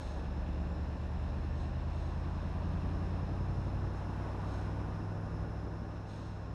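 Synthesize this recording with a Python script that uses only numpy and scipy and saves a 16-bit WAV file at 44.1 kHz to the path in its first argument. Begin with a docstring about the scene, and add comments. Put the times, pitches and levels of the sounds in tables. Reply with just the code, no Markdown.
"""A roundabout at night: heavy diesel crane trucks pull round it, some tens of metres away.
The nearest V8 engine gathers speed. It fires unevenly, so its exhaust drones and throbs over
rumbling bodies, roaring tyres, clattering engines and the hum of a following truck.
Two turbochargers whistle faintly, gears whine and valves let out puffs of air now and then."""
import sys
import numpy as np
from scipy import signal
from scipy.fft import rfft, irfft, next_fast_len
from scipy.io import wavfile

SR = 44100
rng = np.random.default_rng(int(sys.argv[2]) if len(sys.argv) > 2 else 0)


def store_wav(level_fs):
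    """Save 16-bit WAV to argv[1]."""
    pcm = np.round(np.clip(np.atleast_2d(level_fs), -1, 1) * 32767)
    wavfile.write(sys.argv[1], SR, pcm.T.astype(np.int16))


N = 288409
TIME = np.arange(N) / SR


def from_db(db):
    """Turn decibels into a gain to multiply by."""
    return np.exp(np.asarray(db) * (np.log(10) / 20))


def rms_one(x):
    """Scale a signal to an average power of 1."""
    return x / np.sqrt(np.mean(x ** 2) + 1e-20)


def in_time(rows):
    """Join (time_s, value) points with straight lines."""
    return np.interp(TIME, *np.transpose(rows))


def at_hz(points, hz):
    """Read the gain at any pitch from (pitch_hz, level_db) points."""
    pitch_hz, level_db = np.transpose(points)
    return from_db(np.interp(np.log(hz), np.log(pitch_hz), level_db))


def bumps_db(rows, along):
    """Bell-shaped rises and dips in dB, along time or pitch."""
    return sum(db * np.exp(-((along - centre) / width) ** 2) for centre, width, db in rows)


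def swells(rows):
    """Gain of smooth swells that rise and fall; their powers add."""
    power = 0
    for peak_s, rise_s, fall_s, level_db in rows:
        width_s = np.where(TIME < peak_s, rise_s, fall_s)
        power += from_db(level_db) ** 2 * np.exp(-((TIME - peak_s) / width_s) ** 2)
    return np.sqrt(power)


def drift(rate_hz):
    """A smooth random wobble of about size 1 that changes about rate_hz times a second."""
    size = next_fast_len(N // 40)
    hz = np.arange(size // 2 + 1) * SR / N
    slow = irfft(rfft(rng.standard_normal(size)) / (1 + (hz / rate_hz) ** 2), size)
    return np.interp(TIME, np.linspace(0, TIME[-1], size), rms_one(slow))


def noise(spectrum):
    """Noise of power 1, shaped by (pitch_hz, level_db) points and fading beyond their ends."""
    size = next_fast_len(N)
    white = rfft(rng.standard_normal(size))
    hz = np.maximum(np.arange(len(white)) * SR / size, 1)
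    edges = np.minimum(hz / spectrum[0][0], 1) ** 2 * np.minimum(spectrum[-1][0] / hz, 1) ** 2
    return rms_one(irfft(white * at_hz(spectrum, hz) * edges, size)[:N])


def blurred(angle, width_hz):
    """A tone whose strength and timing wander, smearing it over a narrow band."""
    return rms_one(drift(width_hz) * np.cos(angle) + drift(width_hz) * np.sin(angle))


def passing_tone(peak_s, rise_s, fall_s, level_db, pitch_hz, glide_hz_per_s, width_hz):
    """A blurred tone that swells and fades as its pitch slides."""
    hz = pitch_hz + glide_hz_per_s * (TIME - peak_s)
    return swells([(peak_s, rise_s, fall_s, level_db)]) * blurred(2 * np.pi * np.cumsum(hz) / SR, width_hz)


def nearness_db():
    """The trucks sound louder than average when near and softer when far."""
    # road noise: time_s, level_db
    road_noise = [(0.0, -48), (1.54, -48.5), (1.99, -49), (2.35, -47.5), (4.51, -47), (5.53, -48.5),
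                  (6.45, -50.5)]
    level_db = in_time(road_noise)
    return level_db - level_db.mean()


def turn_loss_db(middle_s=4.0752, takes_s=2.296, full_loss_db=4):
    """The truck's body blocks some sound as it turns away."""
    return full_loss_db * np.clip((TIME - middle_s) / takes_s + .5, 0, 1)


def firing_throb(cycle, depth):
    """Engine noise swells with each of the eight firings in a cycle."""
    return rms_one(1 + depth * np.cos(2 * np.pi * 8 * cycle))


def body_rumble(cycle):
    """The truck bodies rumble in time with the firings."""
    # rumble spectrum: pitch_hz, level_db
    rumble = [(18, -21.5), (35, -9.5), (60, -5.5), (120, -5.5), (190, -3.5), (235, -3), (320, -5),
              (400, -10.5), (600, -23.5), (1200, -52)]
    return from_db(-48 + 1.2737 * nearness_db()) * noise(rumble) * firing_throb(cycle, depth=0.473)


def tyre_roar():
    """Tyres roar all the time; their tread noise swells twice as vehicles pass close by."""
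    # tyre and tread spectra: pitch_hz, level_db
    tyres = [(200, -26.5), (450, -2.5), (590, 1.5), (700, -1.5), (820, -2), (1110, -5.5), (1280, -10.5),
             (1700, -10.5), (2100, -22), (3200, -38.5), (8000, -45.5)]
    tread = [(500, -25.5), (700, -7.5), (850, -1), (1080, 0), (1300, -10), (1650, -15), (2500, -19.5)]
    # vehicles passing close by: peak_s, rise_s, fall_s, level_db
    passes = [(2.8, 1, 0.6373, -56.5), (4.35, 0.3888, 0.5602, -52.5)]
    rolling = from_db(-51 + 0.8715 * nearness_db() + 0.39 * drift(8.7)) * noise(tyres)
    return rolling + swells(passes) * noise(tread)


def engine_clatter(cycle):
    """Engine blocks clatter, more softly once the truck turns away."""
    # clatter spectrum: pitch_hz, level_db
    clatter = [(1200, 2.5), (1750, 1.5), (2200, -0.5), (2700, 5), (3100, -3.5), (3600, -1.5), (4150, -1.5),
               (4650, -10.5), (5700, -17), (6700, -18), (8000, -34), (10000, -24.5), (12600, -30)]
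    level_db = -62.5 + .2 * nearness_db() - turn_loss_db() + 0.64 * drift(16)
    return from_db(level_db) * noise(clatter) * firing_throb(cycle, depth=0.09)


def intake_hiss(firing_hz, db_per_hz=0.0228):
    """Air sucked into the engine hisses more as the firings speed up."""
    # hiss spectrum: pitch_hz, level_db
    hiss = [(4600, -33), (4980, -5), (5200, -3.5), (5400, -2.5), (5700, -11.5), (6600, -15.5),
            (8500, -26.5), (12000, -43.5)]
    speed_db = db_per_hz * (firing_hz - firing_hz.mean())
    return from_db(-71.5 + 0.86 * nearness_db() + speed_db + .5 * drift(14)) * noise(hiss)


def air_valves(flutter_db=0.2741, whistle_db=-18.5):
    """Short, soft jets of compressed air flutter and whistle a little."""
    # jet and whistle spectra: pitch_hz, level_db
    air = [(2000, -4.5), (3200, 0), (4100, 8.5), (4700, -6), (5400, 1.5), (6050, -9.5), (6350, 3.5),
           (6750, -3.5), (7300, -9.5), (8600, -6), (9500, -15.5), (12500, -25)]
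    whistle = [(5900, -41.5), (6220, -10.5), (6320, 2), (6430, -24), (6800, -48)]
    # air puffs: peak_s, rise_s, fall_s, level_db
    puffs = [(.02, 0.0504, 0.13015, -61.5), (1.62, 0.0421, 0.05515, -67), (2.01, 0.0838, 0.1101, -68),
             (3.67, .04, 0.034, -73), (3.98, 0.024, .025, -71), (4.301, .1, 0.0995, -84),
             (4.54, 0.082, 0.0946, -65.5), (6.1, 0.02145, 0.1683, -66), (6.252, 0.049, 0.1004, -72.5)]
    jet = from_db(flutter_db * drift(25)) * noise(air)
    return swells(puffs) * (jet + from_db(whistle_db) * noise(whistle))


def far_turbo():
    """A turbocharger farther off gives a faint, rising whistle."""
    # its whistle: peak_s, rise_s, fall_s, level_db, pitch_hz, glide_hz_per_s
    whistle = (1.4939, 2.7453, 0, -89.5, 10650.5, 700)
    return passing_tone(*whistle, width_hz=600)


def near_turbo(firing_hz):
    """The whistle climbs with the engine, levels off, then sags when the driver eases off."""
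    # a brief dip in level: middle_s, half_length_s, change_db
    dip = [(1.85, 0.52, -6)]
    low_hz, top_hz = 7074.5, 10363
    half_boost_hz, boost_span_hz = 82.318, 8.3   # firing rates
    ease_off_s, sag_hz_per_s, fade_db_per_s = 5.42, 620, 10.5
    boost = (1 + np.tanh((firing_hz - half_boost_hz) / boost_span_hz)) / 2
    eased_s = np.maximum(TIME - ease_off_s, 0)
    pitch_hz = low_hz + (top_hz - low_hz) * boost - sag_hz_per_s * eased_s
    fade_in = np.minimum(TIME / 0.63, 1)
    gain = fade_in * from_db(-87 + bumps_db(dip, TIME) - fade_db_per_s * eased_s)
    return gain * blurred(2 * np.pi * np.cumsum(pitch_hz) / SR, width_hz=210)


def timing_gears(cycle):
    """Thin gear tones climb with the engine; reflections make them fade in and out."""
    # gear tones: waves_per_cycle, level_db
    gears = [(61, -65), (70, -68), (78, -74.5), (85, -67), (97, -67.5), (110, -69.5)]
    tones = sum(from_db(db) * blurred(2 * np.pi * waves * cycle, width_hz=11.996) for waves, db in gears)
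    return from_db(nearness_db()) * tones


def gearbox_whine():
    """Gearboxes whine, each swelling and fading as its pitch creeps up."""
    # whines: peak_s, rise_s, fall_s, level_db, pitch_hz, glide_hz_per_s, width_hz
    whines = [(1.549, 1.344, .4, -70, 1797, 52, 40), (4.45, 0.58, 1.444, -64.5, 1457, 9, 48)]
    return sum(passing_tone(*row) for row in whines)


def following_truck():
    """The exhaust of a truck behind hums one slowly rising note."""
    # its note: peak_s, rise_s, fall_s, level_db, pitch_hz, glide_hz_per_s
    note = (4.5, 1.7643, 1.0, -55.5, 293.5, 6)
    return passing_tone(*note, width_hz=2.094)


def silencer(pulses, ring_hz=59.245, width_hz=16.077):
    """The box delays sound near its ringing pitch, smearing the pulses but making no pitch louder."""
    radius = np.exp(-np.pi * width_hz / SR)
    poles = [1, -2 * radius * np.cos(2 * np.pi * ring_hz / SR), radius * radius]
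    return signal.lfilter(poles[::-1], poles, pulses)


def exhaust_tone(cycle, waves_per_cycle):
    """One tone from one side of a V8, which fires unevenly, on four of the eight beats."""
    firings = np.array([0, 2, 3, 5]) / 8
    phase = np.angle(np.exp(-2j * np.pi * waves_per_cycle * firings).sum())
    return np.sqrt(2) * np.cos(2 * np.pi * waves_per_cycle * cycle + phase)


def exhaust(cycle, cycle_hz):
    """Strong tones beat against each other; shifting reflections make the weak ones waver."""
    # the exhaust swells, then eases as the truck turns: time_s, level_db
    loudness = [(0.04, -41.5), (0.43, -38.5), (2.63, -38.5), (2.77, -37), (2.99, -38), (3.88, -38.5),
                (3.95, -42), (4.72, -40), (5.36, -40), (6.11, -46), (6.45, -44)]
    # strong tones: waves_per_cycle, offset_db, boom_share
    strong_tones = [(5, -2.5, 0.3367), (8, 0.9158, 0.86), (11, -13.5, 0.9632), (13, -8, 0.2533),
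                    (16, -20, 0.9735), (19, -21, 0.9391)]
    # pitches where the exhaust lifts or sinks a strong tone: pitch_hz, half_width_hz, change_db
    booms = [(61.03, 4.6, 6), (114.67, 7.011, -21.5), (125.69, 5.53, 11), (171.24, 13.66, 13),
             (233.78, 22, -7)]
    # a reflection briefly cancels the deepest strong tone: middle_s, half_length_s, change_db
    fades = [(.9, 0.216, -10), (5.1, 0.13377, -19), (6.1, 0.1536, -4.5)]
    # weak tones: waves_per_cycle, level_db
    weak_tones = [(3, -55.5), (4, -56.5), (6, -59), (7, -60.5), (9, -59), (10, -56), (12, -58.5),
                  (14, -58.5), (15, -75.5), (17, -62), (18, -58.5), (20, -66.5), (21, -62), (22, -62.5),
                  (24, -64.5), (26, -66), (28, -61.5), (30, -64.5), (34, -64), (37, -69.5)]
    # how the ringing pipe colours the weak tones: pitch_hz, change_db
    pipe = [(26, -5.5), (35, 4), (64, 5.5), (110, 0), (150, -1), (190, 3.5), (230, -4.5), (270, -7),
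            (318, 1.5), (360, 1.5), (410, -3.5), (470, 9)]
    pulses = np.zeros(N)
    loudness_db = in_time(loudness)
    drone_db = loudness_db - 1.3007
    for row, (waves, offset_db, boom_share) in enumerate(strong_tones):
        boom_db = boom_share * bumps_db(booms, waves * cycle_hz)
        fade_db = bumps_db(fades, TIME) if row == 0 else 0
        gain = from_db(drone_db + offset_db + boom_db + fade_db + 0.8838 * drift(11))
        pulses += gain * exhaust_tone(cycle, waves)
    swing_db = loudness_db - loudness_db.mean() - .3 * turn_loss_db()
    for waves, level_db in weak_tones:
        gain = from_db(level_db + swing_db + 0.6478 * drift(5.6)) * at_hz(pipe, waves * cycle_hz)
        wander = 0.2182 * drift(0.4734) / waves
        pulses += gain * exhaust_tone(cycle + wander, waves)
    return pulses


def scene():
    """The nearest engine's speed drives its exhaust, gears and turbocharger over the road noise."""
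    # engine speed: time_s, firings_per_s
    speed = [(0.1, 70.6), (1.06, 74.3), (2.01, 79.7), (2.95, 87.0), (3.73, 93.2), (4.0, 95.2), (4.99, 99.9),
             (5.73, 101.2), (6.3, 101.4)]
    firing_hz = in_time(speed)
    cycle_hz = firing_hz / 8   # eight firings make one engine cycle
    cycle = np.cumsum(cycle_hz) / SR   # cycles done so far
    exhausts = silencer(exhaust(cycle, cycle_hz)) + following_truck()
    turbos = near_turbo(firing_hz) + far_turbo()
    gears = timing_gears(cycle) + gearbox_whine()
    background = body_rumble(cycle) + tyre_roar() + engine_clatter(cycle) + intake_hiss(firing_hz)
    return (background + air_valves() + turbos + gears + exhausts)[None]


def record(dry):
    """The highest treble is cut off steeply."""
    cutoff_hz = 12750
    return signal.sosfilt(signal.ellip(10, .1, 70, cutoff_hz, fs=SR, output="sos"), dry)


dry = scene()
out = record(dry)
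store_wav(out)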